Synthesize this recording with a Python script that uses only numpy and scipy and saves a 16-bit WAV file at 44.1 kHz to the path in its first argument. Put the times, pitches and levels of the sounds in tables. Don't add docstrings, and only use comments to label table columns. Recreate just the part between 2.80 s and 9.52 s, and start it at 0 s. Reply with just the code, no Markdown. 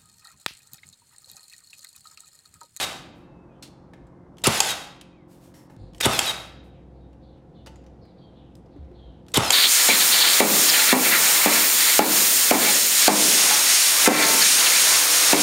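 import sys
import numpy as np
from scipy import signal
from scipy.fft import rfft, irfft, next_fast_len
from scipy.io import wavfile

SR = 44100
rng = np.random.default_rng(int(sys.argv[2]) if len(sys.argv) > 2 else 0)


def digitize_waveform(pressure):
    field = np.atleast_2d(pressure).T
    bounded = np.clip(field, -1, 1)
    quanta = np.round(bounded * 32767).astype(np.int16)
    wavfile.write(sys.argv[1], SR, quanta)


def makeup_ratio(level_db):
    decades = np.asarray(level_db, float) / 20
    return 10 ** decades


N = 296339
LEAD = SR // 2
CHANGE_S = 2.965

# release, strike and latch in seconds, force in dB.
SHOTS = [
    (-.242, -.207, -.072, 0),
    (1.637, 1.6701, 1.8031, 0),
    (3.202, 3.2584, 3.3905, -1),
    (6.538, 6.5734, 6.7045, -.5),
]
# seconds after release, level in dB, dull share 0-1.
JOLT = [
    (0, -44, .05),
    (.0025, -24.5, .05),
    (.012, -28, .1),
    (.026, -34, .05),
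]
# seconds after strike, level in dB, dull share 0-1.
SLIDE = [
    (-.032, -42, .1),
    (-.027, -25.5, .05),
    (-.018, -23, .05),
    (-.008, -20, .15),
    (.004, -18, .5),
    (.018, -26, .8),
]
# seconds after strike, level in dB, dull share 0-1.
WIND = [
    (.012, -34, .8),
    (.022, -25, .8),
    (.07, -25, .3),
    (.13, -28.5, .25),
    (.19, -28.5, .15),
    (.251, -27, .2),
    (.265, -35, .5),
    (.37, -44, .75),
    (.52, -70, 1),
]
# start and end in seconds after strike, first and last Hz, dB.
STROKES = [
    (.042, .13, 1925, 1655, 0),
    (.177, .25, 1870, 1590, -1),
]
# multiple of the stroke's tone, then level in dB in each of four shots.
MESH = [(1.5, -45, -45, -40, -42), (2, -39, -40, -34, -42), (2.5, -44, -44, -43, -44),
        (3.5, -46, -45, -45, -45), (5, -48, -46, -48, -47), (3, -43, -39, -39, -34),
        (4, -48, -38, -46, -46), (6, -48, -41, -51, -48)]
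# start and end in seconds after strike, first and last Hz, dB.
SQUEALS = [
    [(-.032, -.015, 3750, 3700, -26), (-.015, -.002, 2500, 2900, -27), (-.015, -.001, 1250, 1300, -26),
     (-.012, -.003, 5350, 5350, -29), (.1, .13, 4050, 3980, -38), (.215, .262, 3900, 3760, -31),
     (.225, .255, 7900, 7800, -42)],
    [(-.034, -.021, 3800, 3550, -26), (-.021, -.006, 3500, 3950, -25), (-.016, .0015, 3100, 3650, -21.5),
     (.017, .05, 1250, 1270, -30), (-.014, -.005, 5300, 5350, -31), (-.002, .008, 3000, 2950, -26),
     (.085, .13, 4150, 3950, -37), (.2, .258, 4020, 3720, -28), (.225, .255, 7900, 7800, -42)],
]
# start and end in seconds, start and end Hz, level in dB.
COASTS = [
    (.33, .69, 2720, 2600, -75),
    (.68, .75, 2600, 2420, -75),
    (.74, .8, 3100, 3050, -78),
    (1.3, 1.5, 2150, 2050, -80),
    (2.2, 2.39, 2720, 2450, -73),
    (2.36, 2.45, 2480, 2000, -71),
]
# Hz, dB per Hz.
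BRIGHT = [(180, -48), (300, -20), (426, -6.5), (777, -6.5), (1280, -9), (1570, -3), (2340, -3),
          (3870, -3.5), (4130, -4), (7930, -8.5), (13800, -16), (16300, -30)]
# Hz, dB per Hz.
DULL = [(35, -38), (60, -6), (420, -8), (625, -2), (772, 0), (1100, -2.5), (1260, -1.5), (1750, -11),
        (2610, -10.5), (6520, -18), (9710, -19), (16300, -35.5)]
# Hz, level in dB, t60 in seconds.
STEEL = [(830, -17, .18), (1540, -9, .22), (3170, -10, .25), (3480, -14, .2), (3747, -2, .3),
         (3705, -10, .2), (3795, -7, .3), (4650, -16, .2), (7820, -9, .25), (9345, -11, .25)]
# Hz, dB per Hz.
CRACK = [(180, -35.5), (300, -9.5), (727, -6.5), (1590, -11.5), (3160, -1), (4000, -11), (5050, 0),
         (5970, -4), (7540, 5), (15000, -8.5), (16300, -21.5)]
# seconds, peak in dB, ring in Hz.
CLEARS = [
    (1.6395, -12, 3750),
    (3.2094, -10, 2550),
    (6.5412, -10, 3550),
]
# Hz, then level in dB in each of four shots.
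PAWL = [(2150, -10, -10, -8, -9), (2660, -3, -3, -8, -5), (3160, -7, -7, 0, 0), (4550, 0, 0, -9, -2),
        (5250, -4, -4, -6, -4), (6650, -2, -2, -7, -3), (7500, -1, -1, -8, -2), (8360, -5, -5, -11, -6),
        (9500, -8, -8, -11, -7), (10500, -10, -10, -8, -9), (12100, -11, -11, -10, -12),
        (13800, -17, -17, -17, -18)]
# seconds after latch, level in dB.
CHATTER = [
    [(.0004, 0), (.0016, -1), (.0036, -5)],
    [(-.0007, -8), (.0002, -3), (.0011, -1), (.0018, -2), (.003, -8)],
]
# peak in dB, ring in Hz, dullness 0-1, t60 in seconds.
TRIGGER = [
    (-49, 3100, .2, .02),
    (-39, 3000, .2, .022),
    (-40, 8000, 0, .022),
]
PULLS = [
    (1.5698, 1.5828, 1.6177),
    (3.1338, 3.1467, 3.1812),
    (6.4648, 6.4832, 6.5177),
]
# Hz, level in dB, t60 in seconds.
CABINET = [(70, -6.5, 0.11), (132.7, 0, 0.17), (156, 3, 0.092), (230, -3, 0.1), (386, 0, 0.12),
           (428, 1.5, 0.12), (557, 0, 0.32), (561, 5, .15), (785, -2, 0.21), (960, 2, 0.2),
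           (1176, 4.5, .12), (1293, -3.5, .12)]
# seconds, peak in dB, first and last Hz, t60 in seconds.
BLOWS = [(4.862, -46, 900, 500, .08), (5.96, -34, 400, 270, .09), (5.985, -36, 90, 72, .3),
         (6.11, -43, 420, 350, .1), (6.24, -42, 70, 55, .3), (1.2, -46, 70, 55, .3),
         (2.98, -44, 120, 100, .4), (3.0, -44, 60, 50, .5), (2.898, -50, 900, 800, .1),
         (4.868, -48, 900, 883, .15), (.826, -58, 3480, 3480, .2), (.826, -56, 4380, 4380, .15)]
# seconds, peak in dB, ring in Hz, dullness about 0-1, t60 in seconds.
TICKS = [(.8245, -33, 4200, 0, .17), (.8744, -47, 7000, .1, .035), (1.1343, -41, 1910, .7, .05),
         (1.2684, -59, 7500, .2, .047), (2.2114, -33, 3150, .05, .039), (2.7402, -47, 1800, .3, .047),
         (2.8978, -47, 1650, .8, .058), (2.9647, -51.5, 1580, .1, .012), (4.33, -57, 2667, .5, .054),
         (4.5788, -61, 1912, .8, .05), (4.8613, -37, 4650, .3, .04), (4.8693, -36, 2780, .35, .07),
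         (4.9162, -52, 2770, .8, .038), (4.9581, -47.5, 7030, .6, .035), (5.0394, -53, 4460, .7, .035),
         (5.0639, -48, 5810, .5, .035), (5.252, -51, 1890, 1.1, .04), (5.7528, -44, 4880, -.3, .018),
         (5.765, -60, 9000, -.2, .15), (5.8594, -56, 4950, .75, .044), (5.9624, -54, 1930, .95, .05),
         (6.0454, -52, 2400, 1.1, .05), (6.114, -54, 1690, .9, .035)]
# Hz, dB per Hz.
TICK = [(290, -28.5), (500, -3.5), (2180, -6), (2710, -2.5), (3960, -4.5), (8570, -9), (12300, -19),
        (14100, -25), (16300, -35)]
# start and length in
# seconds, level in dB, squeak in dB, rising share 0-1.
BRUSH = [(.33, .14, -74, -30, .2), (2.475, .14, -59.5, -25, .45), (2.59, .14, -58.5, -25, .4),
         (2.736, .14, -60, -6, .08), (2.895, .07, -67, -12, .1), (3.83, .08, -72, -20, .2),
         (1.585, .05, -64, -8, .1), (3.149, .05, -62, -8, .1), (6.486, .05, -64, -8, .1)]
# Hz, dB per Hz.
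SKIN = [(880, -30), (1500, -10), (2490, -9), (5430, -10), (8500, -9), (12000, -12), (15200, -15),
        (16300, -22)]
# Hz, width in Hz.
SQUEAK = [(1850, 120), (5400, 250)]
# start and length in seconds, level in dB, first and last Hz.
BIRDS = [(.7, .12, -74, 2800, 3000), (2.97, .17, -68, 4150, 4100), (2.97, .16, -80, 7200, 7200),
         (2.97, .14, -81, 9000, 8900), (3.92, .12, -68, 3580, 2000), (4.13, .2, -76, 4500, 3300),
         (4.41, .2, -68, 4230, 3300), (4.735, .13, -66, 3870, 3500), (5.205, .15, -68, 4700, 3900),
         (5.36, .22, -68, 4000, 3500), (5.54, .2, -66, 3600, 3000), (5.9, .2, -72, 4200, 3300),
         (6.13, .28, -65, 3880, 3300)]
# start and end in seconds, start and end Hz, level in dB.
NOTES = [(4.19, 4.3, 3800, 3750, -79), (4.42, 4.5, 4300, 4150, -79), (4.74, 4.85, 3580, 3520, -75),
         (4.77, 4.83, 3000, 2900, -75), (5.22, 5.28, 4950, 4750, -76), (5.21, 5.26, 4500, 4250, -77),
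         (2.962, 3.1, 4280, 4150, -78), (5.25, 5.31, 4200, 4000, -77), (5.37, 5.47, 4650, 4500, -75),
         (5.4, 5.52, 3300, 3180, -72), (5.56, 5.63, 3550, 3400, -76), (5.58, 5.7, 3200, 3000, -78),
         (6.15, 6.2, 3700, 3500, -75), (6.17, 6.32, 3350, 3150, -69)]
# Hz, dB per Hz.
AIR = [
    [(15, -41.5), (25, -11), (161, -2.5), (225, -8), (314, -4.5), (407, -11), (954, -15.5), (1730, -29.5),
     (2130, -35.5), (2680, -44), (5970, -48.5), (12000, -59), (15600, -89.5), (22000, -120)],
    [(15, -35), (25, -12.5), (127, -0.5), (358, -11), (418, -11.5), (527, -7.5), (584, -17.5), (700, -12.5),
     (1170, -27.5), (2300, -37.5), (3750, -42), (12000, -58.5), (15600, -95), (22000, -120)],
]
# seconds, level in dB.
AIR_LEVEL = [(0, -49), (.9, -51.5), (1.6, -51.5), (2.3, -55), (2.95, -52.5), (2.98, -50.5), (4.4, -51),
             (5, -50.5), (6.7, -50)]
# multiple of HUM_HZ, level in dB.
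HUM = [(3, -57), (4, -56), (5, -61), (6, -60), (7, -59), (8, -59), (12, -63)]
# seconds, level in dB.
DRONE = [(2.9, -65), (3.2, -61), (3.55, -52), (3.78, -49.5), (4.0, -52), (4.16, -47), (4.5, -52),
         (4.69, -68), (4.8, -52), (4.92, -48), (5.08, -49), (5.4, -66), (5.55, -56), (5.98, -53),
         (6.2, -48.5), (6.32, -50), (6.5, -62)]
# Hz, t60 in seconds.
ROOM = [(125, .5), (500, .74), (2000, .8), (5000, .6), (14000, .18)]

FRONT_DULL = .35
# (peak dB,) tilt dB per octave, t60 s, room dB; the release takes its peak from CLEARS
RELEASE, STRIKE, LATCH = (-2.5, .025, -13), (-4, -4, .02, -19), (-4.5, -3, .014, -8)
STRIKE_HZ, LATCH_HZ = 10400, 7500
STRIKE_LEAD_S = .0015
# peak dB, ring Hz, tilt dB per octave, t60 s, room dB
TOOTH, TOOTH_GAP_S, TOOTH_FROM = (-23.5, 11500, 6, .016, -16), .0165, .35
PAWL_DB, PAWL_T60, PAWL_RISE_S, PAWL_ROOM_DB = -9, .01, .0002, -10
LOCK_S, LOCK_DB = .12, (-7, -13)
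# delay s, peak dB, first Hz, last Hz, t60 s
NAIL, PUSH, CATCH = (-.003, -11.5, 1100, 600, .02), (.003, -7, 570, 72, .04), (.001, -15, 870, 760, .036)
SHARP_TILT_DB, DULL_TILT_DB, SHARP_ROOM_DB, DULL_ROOM_DB = 2, -9, -13.5, -4
STROKE_FADE_DB = -16
CALL_RISE_S, CALL_FADE_DB, RASP_WIDTH_HZ = .03, -10, 1200
CLEAR_DB = 2.2
HUM_HZ = 44.1


def shot(index, release, strike, latch, force_db):
    front = int(strike > CHANGE_S)
    work = [[(release + s, db + force_db, dull) for s, db, dull in JOLT]]
    for part in (SLIDE, WIND):
        rows = []
        for s, db, dull in part:
            drumming = front * FRONT_DULL * (strike < strike + s < latch)
            rows.append((strike + s, db + force_db, dull + drumming))
        work.append(rows)

    tones = [(a, b, k * hz0, k * hz1, db + levels[index])
             for a, b, hz0, hz1, db in STROKES for k, *levels in MESH]
    tones = [(strike + a, strike + b, hz0, hz1, db + force_db)
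             for a, b, hz0, hz1, db in tones + SQUEALS[front]]

    cracks = []
    for s, hz, (db, *rest) in ((strike - STRIKE_LEAD_S, STRIKE_HZ, STRIKE), (latch, LATCH_HZ, LATCH)):
        cracks.append((s, db + force_db, hz, *rest))
    for a, b, *_ in STROKES:
        loaded = np.arange(a + TOOTH_FROM * (b - a), b, TOOTH_GAP_S)
        cracks += [(strike + s, *TOOTH) for s in loaded]

    contact = pawl(index, force_db)
    chatter = [(latch + s, makeup_ratio(db) * contact) for s, db in CHATTER[front]]
    blows = [(s + delay, db + force_db, *rest)
             for s, (delay, db, *rest) in ((strike, NAIL), (strike, PUSH), (latch, CATCH))]
    return work, tones, cracks, chatter, blows, [(latch + LOCK_S, LOCK_DB[front] + force_db)]


def gears(rows):
    s, (db, dull) = unrolled(rows)
    count = len(db)
    dull = np.clip(dull, 0, 1)
    uneven = makeup_ratio(1.36 * wander(count, 280))
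    bright_part = np.sqrt(1 - dull) * coloured(hiss(count) * uneven, BRIGHT)
    dull_part = np.sqrt(dull) * coloured(hiss(count) * uneven, DULL)
    return s, makeup_ratio(db) * (bright_part + dull_part)


def whine(start, end, hz0, hz1, db):
    count = round((end - start) * SR)
    glide = hz1 + (hz0 - hz1) * np.linspace(1, 0, count) ** 1.6
    hz = glide * (1 + .009 * wander(count, 150))
    shape = signal.windows.tukey(count, .4) * makeup_ratio(db + 3.2 * wander(count, 70))
    return start, np.sqrt(2) * shape * np.sin(2 * np.pi * np.cumsum(hz) / SR)


def knock(spectrum, ring_db, rise_s, db, hz, tilt_db, t60):
    t = np.arange(SR // 8) / SR
    noise = rng.standard_normal(len(t))
    tilted = [(f, level + tilt_db * np.log2(f / 3000)) for f, level in spectrum]
    burst = coloured(noise, tilted) + makeup_ratio(ring_db) * evened(resonate(noise, hz, 600))
    burst *= makeup_ratio(-60 * t / t60) * (1 - np.exp(-t / rise_s))
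    return makeup_ratio(db) * burst / abs(burst).max()


def pawl(index, force_db):
    t = np.arange(SR // 40) / SR
    ring = sum(makeup_ratio(db[index]) * np.sin(2 * np.pi * (hz * t + rng.random())) for hz, *db in PAWL)
    return ring * makeup_ratio(PAWL_DB + force_db - 60 * t / PAWL_T60) * (1 - np.exp(-t / PAWL_RISE_S))


def blow(s, db, hz0, hz1, t60):
    t = np.arange(SR // 2) / SR
    hz = hz1 + (hz0 - hz1) * np.exp(-t / .0045)
    shape = makeup_ratio(db - 60 * t / t60) * (1 - np.exp(-t * hz0 * 1.1))
    return s, shape * np.sin(2 * np.pi * np.cumsum(hz) / SR)


def rung(x, modes):
    t = np.arange(SR // 2) / SR
    body = sum(makeup_ratio(db - 60 * t / t60) * np.sin(2 * np.pi * hz * t) for hz, db, t60 in modes)
    return signal.oaconvolve(x, body / np.linalg.norm(body))


def tick(s, db, hz, dull, t60):
    tilt_db = SHARP_TILT_DB + (DULL_TILT_DB - SHARP_TILT_DB) * dull
    room_db = SHARP_ROOM_DB + (DULL_ROOM_DB - SHARP_ROOM_DB) * dull
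    return s, db, hz, tilt_db, t60, room_db


def brush(start, length, db, squeak_db, rise):
    u = np.linspace(0, 1, round(length * SR))
    count = len(u)
    pressure = np.minimum(u / rise, 1) * makeup_ratio(db + STROKE_FADE_DB * u ** 2 + 1.3 * wander(count, 90))
    sung = sum(evened(resonate(hiss(count), hz, width_hz)) for hz, width_hz in SQUEAK)
    return start, pressure * (coloured(hiss(count), SKIN) + makeup_ratio(squeak_db) * sung)


def bird(start, length, db, first_hz, last_hz):
    t = np.arange(round(length * SR)) / SR
    count = len(t)
    lowpass = signal.butter(3, RASP_WIDTH_HZ / 2, fs=SR, output="sos")
    spread = signal.sosfilt(lowpass, hiss(count) + 1j * hiss(count))
    hz = np.geomspace(first_hz, last_hz, count)
    rasp = (spread * np.exp(2j * np.pi * np.cumsum(hz) / SR)).real
    effort_db = db - 1.5 + CALL_FADE_DB * (t / length) ** 2 + 2.2 * wander(count, 40)
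    return start, np.minimum(t / CALL_RISE_S, 1) * makeup_ratio(effort_db) * evened(rasp)


def room(x):
    onset = np.clip(np.arange(SR) / SR / 0.004 - .25, 0, 1)
    hz, t, z = signal.stft(rng.standard_normal(SR) * onset, SR, nperseg=256)
    decay = makeup_ratio(-60 * t / read(ROOM, hz)[:, None])
    tail = signal.istft(z * decay, SR, nperseg=256)[1]
    return signal.fftconvolve(x, tail / np.linalg.norm(tail))[:len(x)]


def background():
    t = np.arange(N) / SR
    air = np.where(t < CHANGE_S, *(coloured(rng.standard_normal(N), place) for place in AIR))
    air *= makeup_ratio(np.interp(t, *np.transpose(AIR_LEVEL)) + .8 * wander(N, 6))
    turns = np.cumsum(HUM_HZ * (1 + .003 * wander(N, 2.2))) / SR
    hum = sum(makeup_ratio(db + 0.64 * wander(N, 2.9)) * np.sin(2 * np.pi * (k * turns + rng.random()))
              for k, db in HUM)
    drone = np.sin(2 * np.pi * np.cumsum(62.5 + 2.3 * wander(N, 2.7)) / SR)
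    return air + hum + makeup_ratio(np.interp(t, *np.transpose(DRONE)) + 2) * drone


def hiss(count):
    return rng.standard_normal(max(count, SR * 3 // 5))[:count]


def wander(count, hz):
    return evened(signal.sosfiltfilt(signal.butter(2, hz, fs=SR, output="sos"), hiss(count)))


def evened(x):
    return x / np.sqrt(np.mean(x ** 2) + 1e-20)


def read(points, hz):
    f, value = np.transpose(points)
    return np.interp(np.log(hz + 1), np.log(f + 1), value)


def coloured(x, spectrum):
    size = next_fast_len(len(x))
    gain = makeup_ratio(read(spectrum, np.fft.rfftfreq(size, 1 / SR)))
    return evened(irfft(rfft(x, size) * gain, size)[:len(x)])


def resonate(x, hz, width_hz):
    turn = np.exp(2j * np.pi * np.cumsum(hz * np.ones(len(x))) / SR)
    r = np.exp(-np.pi * width_hz / SR)
    return 2 * (turn * signal.lfilter([1 - r], [1, -r], x / turn)).real


def unrolled(rows):
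    s, *columns = np.transpose(rows)
    t = np.arange(s[0], s[-1], 1 / SR)
    return s[0], [np.interp(t, s, c) for c in columns]


def add(mix, s, sound):
    part = mix[LEAD + round(s * SR):][:len(sound)]
    part += sound[:len(part)]


def scene():
    motor, tones, stops, hits, echoes, blows, far = np.zeros((7, N + LEAD))
    piles = work, whines, cracks, chatter, pushes, locks = [], [], [], [], [], []
    for index, row in enumerate(SHOTS):
        for pile, part in zip(piles, shot(index, *row)):
            pile.extend(part)
    cracks += [(*row, *RELEASE) for row in CLEARS]
    ticks = [tick(s, *rest) for pull in PULLS for s, rest in zip(pull, TRIGGER)]
    ticks += [tick(*row) for row in TICKS]

    for rows in work:
        add(motor, *gears(rows))
    for row in whines + COASTS:
        add(tones, *whine(*row))
    for s, db in locks:
        add(stops, s, makeup_ratio([db]))
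    for s, sound in chatter:
        add(hits, s, sound)
        add(echoes, s, makeup_ratio(PAWL_ROOM_DB) * sound)
    for spectrum, ring_db, rise_s, rows in ((CRACK, -6, .0008, cracks), (TICK, -7, .0004, ticks)):
        for s, *body, room_db in rows:
            sound = knock(spectrum, ring_db, rise_s, *body)
            add(hits, s, sound)
            add(echoes, s, makeup_ratio(room_db) * sound)
    for row in pushes + BLOWS:
        add(blows, *blow(*row))
    clear_notes = [(*row, db + CLEAR_DB) for *row, db in NOTES]
    for source, rows in ((brush, BRUSH), (bird, BIRDS), (whine, clear_notes)):
        for row in rows:
            add(far, *source(*row))

    gun = motor + tones + rung(makeup_ratio(-20) * motor + stops, STEEL)[:len(motor)]
    wood = blows + makeup_ratio(-13) * rung(blows, CABINET)[:len(blows)]
    wet = room(makeup_ratio(-11.5) * gun + makeup_ratio(-11.5) * wood + echoes + makeup_ratio(-10) * far)
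    return ((gun + wood + hits + far + wet)[LEAD:] + background())[None]


def top_cut(x):
    return signal.sosfilt(signal.butter(12, 16410, fs=SR, output="sos"), x)


def record(dry):
    overloaded = np.clip(dry, -1, 1)
    edge = signal.firwin(255, 16150, window=("kaiser", 7), fs=SR)
    mix = signal.oaconvolve(overloaded, edge[None], "same")
    return top_cut(mix)


dry = scene()
out = record(dry)
digitize_waveform(out)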